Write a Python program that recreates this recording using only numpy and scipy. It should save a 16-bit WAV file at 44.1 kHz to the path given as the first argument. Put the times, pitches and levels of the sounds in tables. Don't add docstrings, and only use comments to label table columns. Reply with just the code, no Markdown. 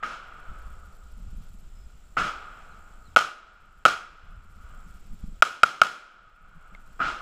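import sys
import numpy as np
from scipy import signal
from scipy.fft import rfft, irfft
from scipy.io import wavfile
from scipy.ndimage import uniform_filter1d, minimum_filter1d

SR = 44100
rng = np.random.default_rng(int(sys.argv[2]) if len(sys.argv) > 2 else 0)


def inscribe(sig):
    pcm = np.round(np.clip(np.atleast_2d(sig).T, -1, 1) * 32767)
    wavfile.write(sys.argv[1], SR, pcm.astype(np.int16))


def volts_from_db(level):
    exponent = np.asarray(level, float) / 20
    return 10 ** exponent


N = 317961

# frequency in Hz, level in dB.
LEAVES = [(100, 15.5), (400, 13), (1400, 1.7), (3000, 4.7), (8000, 6.3), (16000, 1.2)]
# frequency in Hz, level in dB per Hz.
HISS = [(120, -43), (250, -3), (1300, -11), (6000, -21), (11000, -24), (14000, -27.5), (16000, -31.5)]
# frequency in Hz, width in Hz, level in dB, phase in turns.
WHINES = [(7530, 1150, -74, .3), (14750, 220, -85.5, .1)]
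# frequency in Hz, width in Hz, level in dB.
TICK_MODES = [(9150, 690, -11), (8240, 1200, -7), (5500, 3300, 4)]
# start in seconds, end in seconds, mean gap in seconds, gap spread 0-1.
WRITE_SPELLS = [(.278, .41, .064, .1), (.589, .73, .04, .1), (.8, 1.62, .062, .3), (3.54, 3.79, .062, .15),
                (4.12, 5.31, .0635, .12), (6.117, 6.17, .03, .1), (6.235, 7.0, .0635, .05)]
# frequency in Hz, level in dB.
RUMBLE = [(8, -5.5), (22, 1), (45, -9), (80, -18), (130, -28), (400, -78.5)]
# frequency in Hz, level in dB.
FLUTTER = [(60, -14.5), (110, -8.5), (200, 0), (250, -14.5), (320, -22.5), (800, -58)]
# time in seconds, buffet level in dB.
BREEZE = [(0, -42.5), (.4, -45.5), (.6, -43.5), (.95, -47.5), (1.4, -39.5), (2.0, -48), (3.0, -47.5),
          (3.4, -46), (3.8, -46), (4.1, -41.5), (4.4, -43), (5.0, -43.5), (5.399, -46), (5.7, -49),
          (6.201, -44), (6.601, -42.5), (7.21, -48)]
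# start in seconds, length in
# seconds, buffet in dB, flutter in dB over its usual share.
GUSTS = [(0.468, 0.087, -37, -17), (.6, 0.21, -48, -4), (1.17, 0.16, -43.5, -2), (1.326, .1, -42, -2),
         (1.724, 0.074, -48, -4), (2.164, 0.12, -40.5, 14), (2.93, 0.078, -51, -17), (4.22, 0.2, -36, -1),
         (4.64, 0.032, -50, 0.5), (4.76, 0.069, -51, -20), (5.086, 0.083, -36.5, -3.5),
         (5.217, 0.094, -35.5, 4.5), (5.298, 0.046, -40.5, -1), (6.401, .1, -46.5, 7),
         (6.539, 0.061, -45, 10), (6.7, 0.065, -46, 10), (6.79, 0.07, -51.5, -1), (7.005, .08, -46, 7.5)]
# start and length in seconds, start and end frequency in Hz, level in dB.
MOANS = [(.5, .28, 37.6, 72.5, -43.5), (.76, 0.16, 72.6, 62, -48), (1.0, 0.3, 47.6, 71.8, -46),
         (1.45, .26, 93.6, 61.6, -51.5), (1.78, .11, 59, 50, -45.5), (4.3, 0.22, 61.3, 86.5, -46),
         (4.52, .15, 87.4, 65, -48.5)]
# start and length in seconds, start and end frequency in Hz, level in dB.
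BIRD = [
    (1.738, .13, 5200, 5080, -71),
    (2.708, .03, 4240, 3800, -68),
    (3.05, 0.037, 4400, 3750, -65),
    (3.114, .03, 3520, 3170, -74),
]
# time in seconds, frequency in Hz, level in dB.
FLAPS = [(1.249, 194, -46.5), (1.33, 165, -40.5), (5.113, 190, -48), (5.241, 200, -42.5), (5.294, 200, -54),
         (5.325, 186, -43)]
# frequency in Hz, width in Hz, level in dB.
TAP_MODES = [(2110, 150, -43.5), (1510, 163, -58), (3100, 540, -55)]
# frequency in Hz, width in Hz, level in dB.
HOUSING_MODES = [(723, 466, -15.5), (1275.7, 130, 0), (1417.3, 116.5, 0), (1630, 117, -15),
                 (2350, 860, -16), (2960, 850, -17), (3314, 250, -18), (5226, 600, -22), (6320, 770, -27),
                 (7220, 1900, -28), (10200, 1900, -40.5), (13600, 3100, -49)]
# frequency in Hz, level in dB.
LEAK = [(40, -37.5), (150, -25.5), (400, -24.5), (1000, -29), (1900, -35), (3400, -39.5), (3900, -21.5),
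        (8000, -38), (16000, -50)]
# time in seconds, muzzle blast peak in dB, wall scatter in dB, woods scatter in dB,
# rise of the scatter in seconds.
SHOTS = [
    (-.4, -20, -26.5, -27, .012),
    (0.0269, -14, -23, -31, .012),
    (2.1683, -13, -23, -31.5, 0.018),
    (3.1621, 21.5, 2, -22.5, 0.0026),
    (3.8525, 20.5, 0.5, -23.5, .004),
    (5.4227, 25, -4, -32.5, 0.0023),
    (5.633, 25.5, -5.5, -19, .004),
    (5.8157, 26.5, -3.5, -19.5, 0.0048),
    (6.992, -29.5, -24, -30, 0.078),
]
PLACES = [0, 0, 0, 1, 1, 2, 2, 2, 0]
# delay in ms, level in dB.
OTHER_BAY = [(2.6, 8), (11, -10.5), (24, -4), (31, 3), (48, -4)]
DOORWAY = [(.35, 7), (1.0, -1), (1.75, -3.5), (2.5, -6), (6.3, 2.5), (7.7, 5.5), (11.5, -6), (14.5, -12.5),
           (24, -13.5)]
SIDE_WALL = [(.4, 4), (1.05, -19.5), (1.75, 3.5), (2.45, -3), (3.15, 0.5), (4.6, -4.5), (6.5, -5.5),
             (11.8, -18.5), (17.5, -25.5)]
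REFLECTIONS = [OTHER_BAY, DOORWAY, SIDE_WALL]
# plateau in seconds, T60 in seconds,
# tilt in dB per octave away from the middle, sag in dB per second.
WALLS = [
    (.11, .51, -2, 29.5),
    (0.019, 0.51, -.5, 51.5),
    (0.037, 0.71, 0, 47),
]
# slope echo delay in seconds, length in seconds, level in dB over the woods,
# loss in dB per second per kHz, woods T60 in seconds.
SLOPES = [
    (0.76, 0.5, 13, 4, 1.663),
    (0.5, 1, 2.5, 8, 3.61),
]
# depth in dB, grain in seconds, blend-in in seconds.
SEPARATE = [
    (4.5, 0.0011, 0.033),
    (6.9, 0.0037, .03),
]


def read(points, hz):
    f, value = np.transpose(points)
    return np.interp(np.log(hz + 1), np.log(f + 1), value)


def evened(x):
    return x / np.sqrt(np.mean(x ** 2) + 1e-20)


def add(mix, s, sound):
    at = round(s * SR)
    part, sound = mix[max(at, 0):], sound[max(-at, 0):]
    part[:len(sound)] += sound[:len(part)]


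def noise(points):
    gain = volts_from_db(read(points, np.fft.rfftfreq(N, 1 / SR)))
    return evened(irfft(rfft(rng.standard_normal(N)) * gain, N))


def lumps(seconds, size=N):
    span = max(round(seconds * SR), 1)
    once = uniform_filter1d(rng.standard_normal(size), span)
    return evened(uniform_filter1d(once, span))


def ring(modes, size=600):
    t = np.arange(size) / SR
    return sum(volts_from_db(db) * np.exp(-np.pi * w * t) * np.sin(2 * np.pi * hz * t) for hz, w, db in modes)


def glides(calls, waver_hz):
    out = np.zeros(N)
    for s, long, hz0, hz1, db in calls:
        size = round(long * SR)
        hz = np.linspace(hz0, hz1, size) + waver_hz * lumps(.006, size)
        tone = np.sin(2 * np.pi * np.cumsum(hz) / SR)
        add(out, s, volts_from_db(db) * tone * signal.windows.tukey(size, .3))
    return out


def write_times():
    times = []
    for start, end, gap, spread in WRITE_SPELLS:
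        beat = np.arange(start, end, gap)
        chance = rng.random((len(beat), 5))
        first = beat + (beat > start) * spread * gap * (2 * chance[:, 0] - 1)
        spacing = .005 + .010 * chance[:, 1:3]
        later = first[:, None] + np.cumsum(spacing, axis=1)
        times += [*first, *later[chance[:, 3:] < (.6, .15)]]
    return times


def electronics():
    frame_hz, hiss_db, tick_db = 59.94, -67.5, -62.5
    t = np.arange(N) / SR
    out = volts_from_db(hiss_db) * noise(HISS)
    for hz, width, db, phase in WHINES:
        skirt = [(hz - 2 * width, -60), (hz - width / 2, -3), (hz, 0), (hz + width / 2, -3), (hz + 2 * width, -60)]
        pulse_db = 4.8 * np.cos(2 * np.pi * (frame_hz * t - phase))
        out += volts_from_db(db + pulse_db) * noise(skirt)
    pip = signal.windows.hann(110) * np.sin(2 * np.pi * 11900 * t[:110])
    for s in write_times():
        for before in (.0025, .008):
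            burst = signal.windows.hann(60) * rng.standard_normal(60)
            click = evened(np.convolve(burst, ring(TICK_MODES, size=60)))
            add(out, s - before, volts_from_db(tick_db - 4.5) * click)
        add(out, s - .0012, volts_from_db(tick_db + 0.5 + rng.standard_normal()) * pip)
    return out


def leaves():
    rustle_db = 1.6 * lumps(.06)
    return volts_from_db(-63 + 17 + rustle_db) * noise(LEAVES)


def wind():
    flutter_db, even_s = -20, .07
    buffet = volts_from_db(np.interp(np.arange(N) / SR, *np.transpose(BREEZE)))
    flutter = buffet * volts_from_db(flutter_db)
    for s, long, db, extra_db in GUSTS:
        swell = signal.windows.tukey(round(long * SR), .7)
        add(buffet, s, volts_from_db(db) * swell)
        add(flutter, s, volts_from_db(db + flutter_db + extra_db) * swell)
    rumble = noise(RUMBLE)
    rumble = rumble / np.sqrt(abs(uniform_filter1d(rumble ** 2, round(even_s * SR))) + .05)
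    rumble = buffet * volts_from_db(lumps(.02)) * rumble
    flicker_db = 9 * np.tanh(0.76 * lumps(0.0087))
    return rumble + flutter * volts_from_db(flicker_db) * noise(FLUTTER)


def moans():
    return glides(MOANS, waver_hz=6.2)


def bird():
    return glides(BIRD, waver_hz=40)


def case_knocks():
    tap_s, scrape_s = 6.7485, .004
    out, t = np.zeros(N), np.arange(1500) / SR
    scrape = rng.standard_normal(1500) * np.exp(-abs(t - .012) / scrape_s) * 0.19
    scrape[round(.0125 * SR)] = 3.5
    add(out, tap_s - .011, np.convolve(scrape, ring(TAP_MODES, size=900)))
    for s, hz, db in FLAPS:
        add(out, s, ring([(hz, 25, db), (hz / 5, 14, db + 8)], size=2500))
    return out


def housing(x):
    hz = abs(np.fft.fftfreq(8192, 1 / SR))
    power = volts_from_db(2 * read(LEAK, hz))
    for f, w, db in HOUSING_MODES:
        power = power + volts_from_db(2 * db) / (1 + (2 * (hz - f) / w) ** 2) ** 1.463
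    log_gain = np.log(power) / 2
    phase = -signal.hilbert(log_gain).imag
    taps = np.fft.ifft(np.exp(log_gain + 1j * phase)).real[:4096]
    return signal.oaconvolve(x, taps)[:N]


def blast(echoes):
    t = np.arange(300) / SR
    out, wobble = np.zeros(4000), rng.standard_normal((len(echoes) + 1, 2))
    far = 0.25 * (echoes is OTHER_BAY)
    direct = (0.041, 0.015)
    for (ms, echo_db), (early, louder) in zip([direct, *echoes], wobble):
        u = t / (.0001 * (1 + 0.24 * min(ms, 12) + far))
        wave = np.convolve((u - 1) * np.exp(-u), signal.windows.hann(5 + 18 * (far > 0)))
        rough = rng.standard_normal(120) * np.exp(-np.arange(120) / 60.0) * 0.07
        front = np.convolve(evened(wave), np.r_[1, rough])
        add(out, ms * (1 + 0.021 * early) / 1000, volts_from_db(echo_db + .5 * louder) * front)
        gas = np.diff(rng.standard_normal(301)) * np.exp(-t / 0.0014)
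        boom = -np.sin(2 * np.pi * 620 * t) * np.exp(-t / 0.00039)
        add(out, ms / 1000, volts_from_db(echo_db) * (volts_from_db(8.0 - 20 * far) * gas + volts_from_db(4.5 - 40 * far) * boom))
    return out


def lingering(hz, t, db, centre_hz, steep, t60, offset_hz=1):
    octaves = np.log2((hz + offset_hz) / centre_hz)
    return volts_from_db(db - steep * octaves ** 2 - 60 * t / t60)


def scatter(walls_db, woods_db, rise, place):
    plateau, t60, tilt, sag = WALLS[place]
    elsewhere = int(place == 0)
    size = 2 * SR
    hz, t, z = signal.stft(rng.standard_normal((2, size)), SR, nperseg=256)
    hz = hz[:, None]
    khz = hz / 1000 + 0.35
    late = np.clip((t + 0.0048) / (rise * khz / 4.76), 0, 1)

    colour_db = tilt * abs(np.log2(khz / 1.37))
    decay_db = 60 * np.maximum(t - plateau, 0) / t60 + (sag + 1.9 * khz) * t
    walls = late * volts_from_db(walls_db + colour_db - decay_db)
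    walls *= 1 + elsewhere * lingering(hz, t, 9, 1700, 40, 0.24)
    walls *= 1 + elsewhere * lingering(hz, t, 14, 200, 16, 0.66, offset_hz=50)

    s, long, db, dull, woods_t60 = SLOPES[elsewhere]
    slope_db = db * np.exp(-abs(2 * (t - s - long / 2) / long) ** 4)
    loss_db = 60 * t / woods_t60 + dull * khz * np.minimum(t, 1.2) + 2.1 * abs(np.log2(khz / 1.87))
    woods = late * volts_from_db(woods_db + slope_db - loss_db)
    woods *= 1 + (place > 0) * lingering(hz, t, 8.5, 330, 25, 1.5)

    walls, woods = signal.istft(z * [walls, woods], SR, nperseg=256)[1][:, :size]
    t = np.arange(size) / SR
    depth_db, grain, blend = SEPARATE[int(place > 0)]
    separate = volts_from_db(depth_db * lumps(grain, size) * np.exp(-t / blend))
    fade = np.clip(t / (0.15 * rise), 0, 1) * np.clip((2 - t) / .3, 0, 1)
    return (walls * separate + woods) * fade * volts_from_db(15)


def shots():
    out = np.zeros(N)
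    for (s, peak_db, *space), place in zip(SHOTS, PLACES):
        wave = blast(REFLECTIONS[place])
        add(out, s, volts_from_db(peak_db) * wave / abs(housing(wave)).max())
        add(out, s, scatter(*space, place))
    return out


def scene():
    outside = leaves() + shots()
    direct = electronics() + wind() + moans() + bird() + case_knocks()
    return (direct + housing(outside))[None]


def band_limit(x):
    return signal.sosfilt(signal.butter(12, 16490, fs=SR, output="sos"), x)


def record(dry):
    climb_db_s, ceiling_db, edge_hz = 20.5, 2.3, 15300
    ahead = round(.011 * SR)
    peak_db = 20 * np.log10(abs(dry[0]) + 1e-9)
    peak_db[0] = 13.0
    climb = np.arange(N) * climb_db_s / SR
    held_db = np.maximum.accumulate(peak_db + climb) - climb
    over_db = np.maximum(held_db - ceiling_db, 0)
    over_db = -minimum_filter1d(-over_db, 2 * ahead)
    x = dry / volts_from_db(uniform_filter1d(over_db, 60))
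    x = x / (1 + abs(x) ** 14) ** (1 / 14)
    lowpass = signal.firwin(255, edge_hz, window=("kaiser", 8), fs=SR)
    x = signal.oaconvolve(x, lowpass[None], "same")
    return band_limit(x)


dry = scene()
out = record(dry)
inscribe(out)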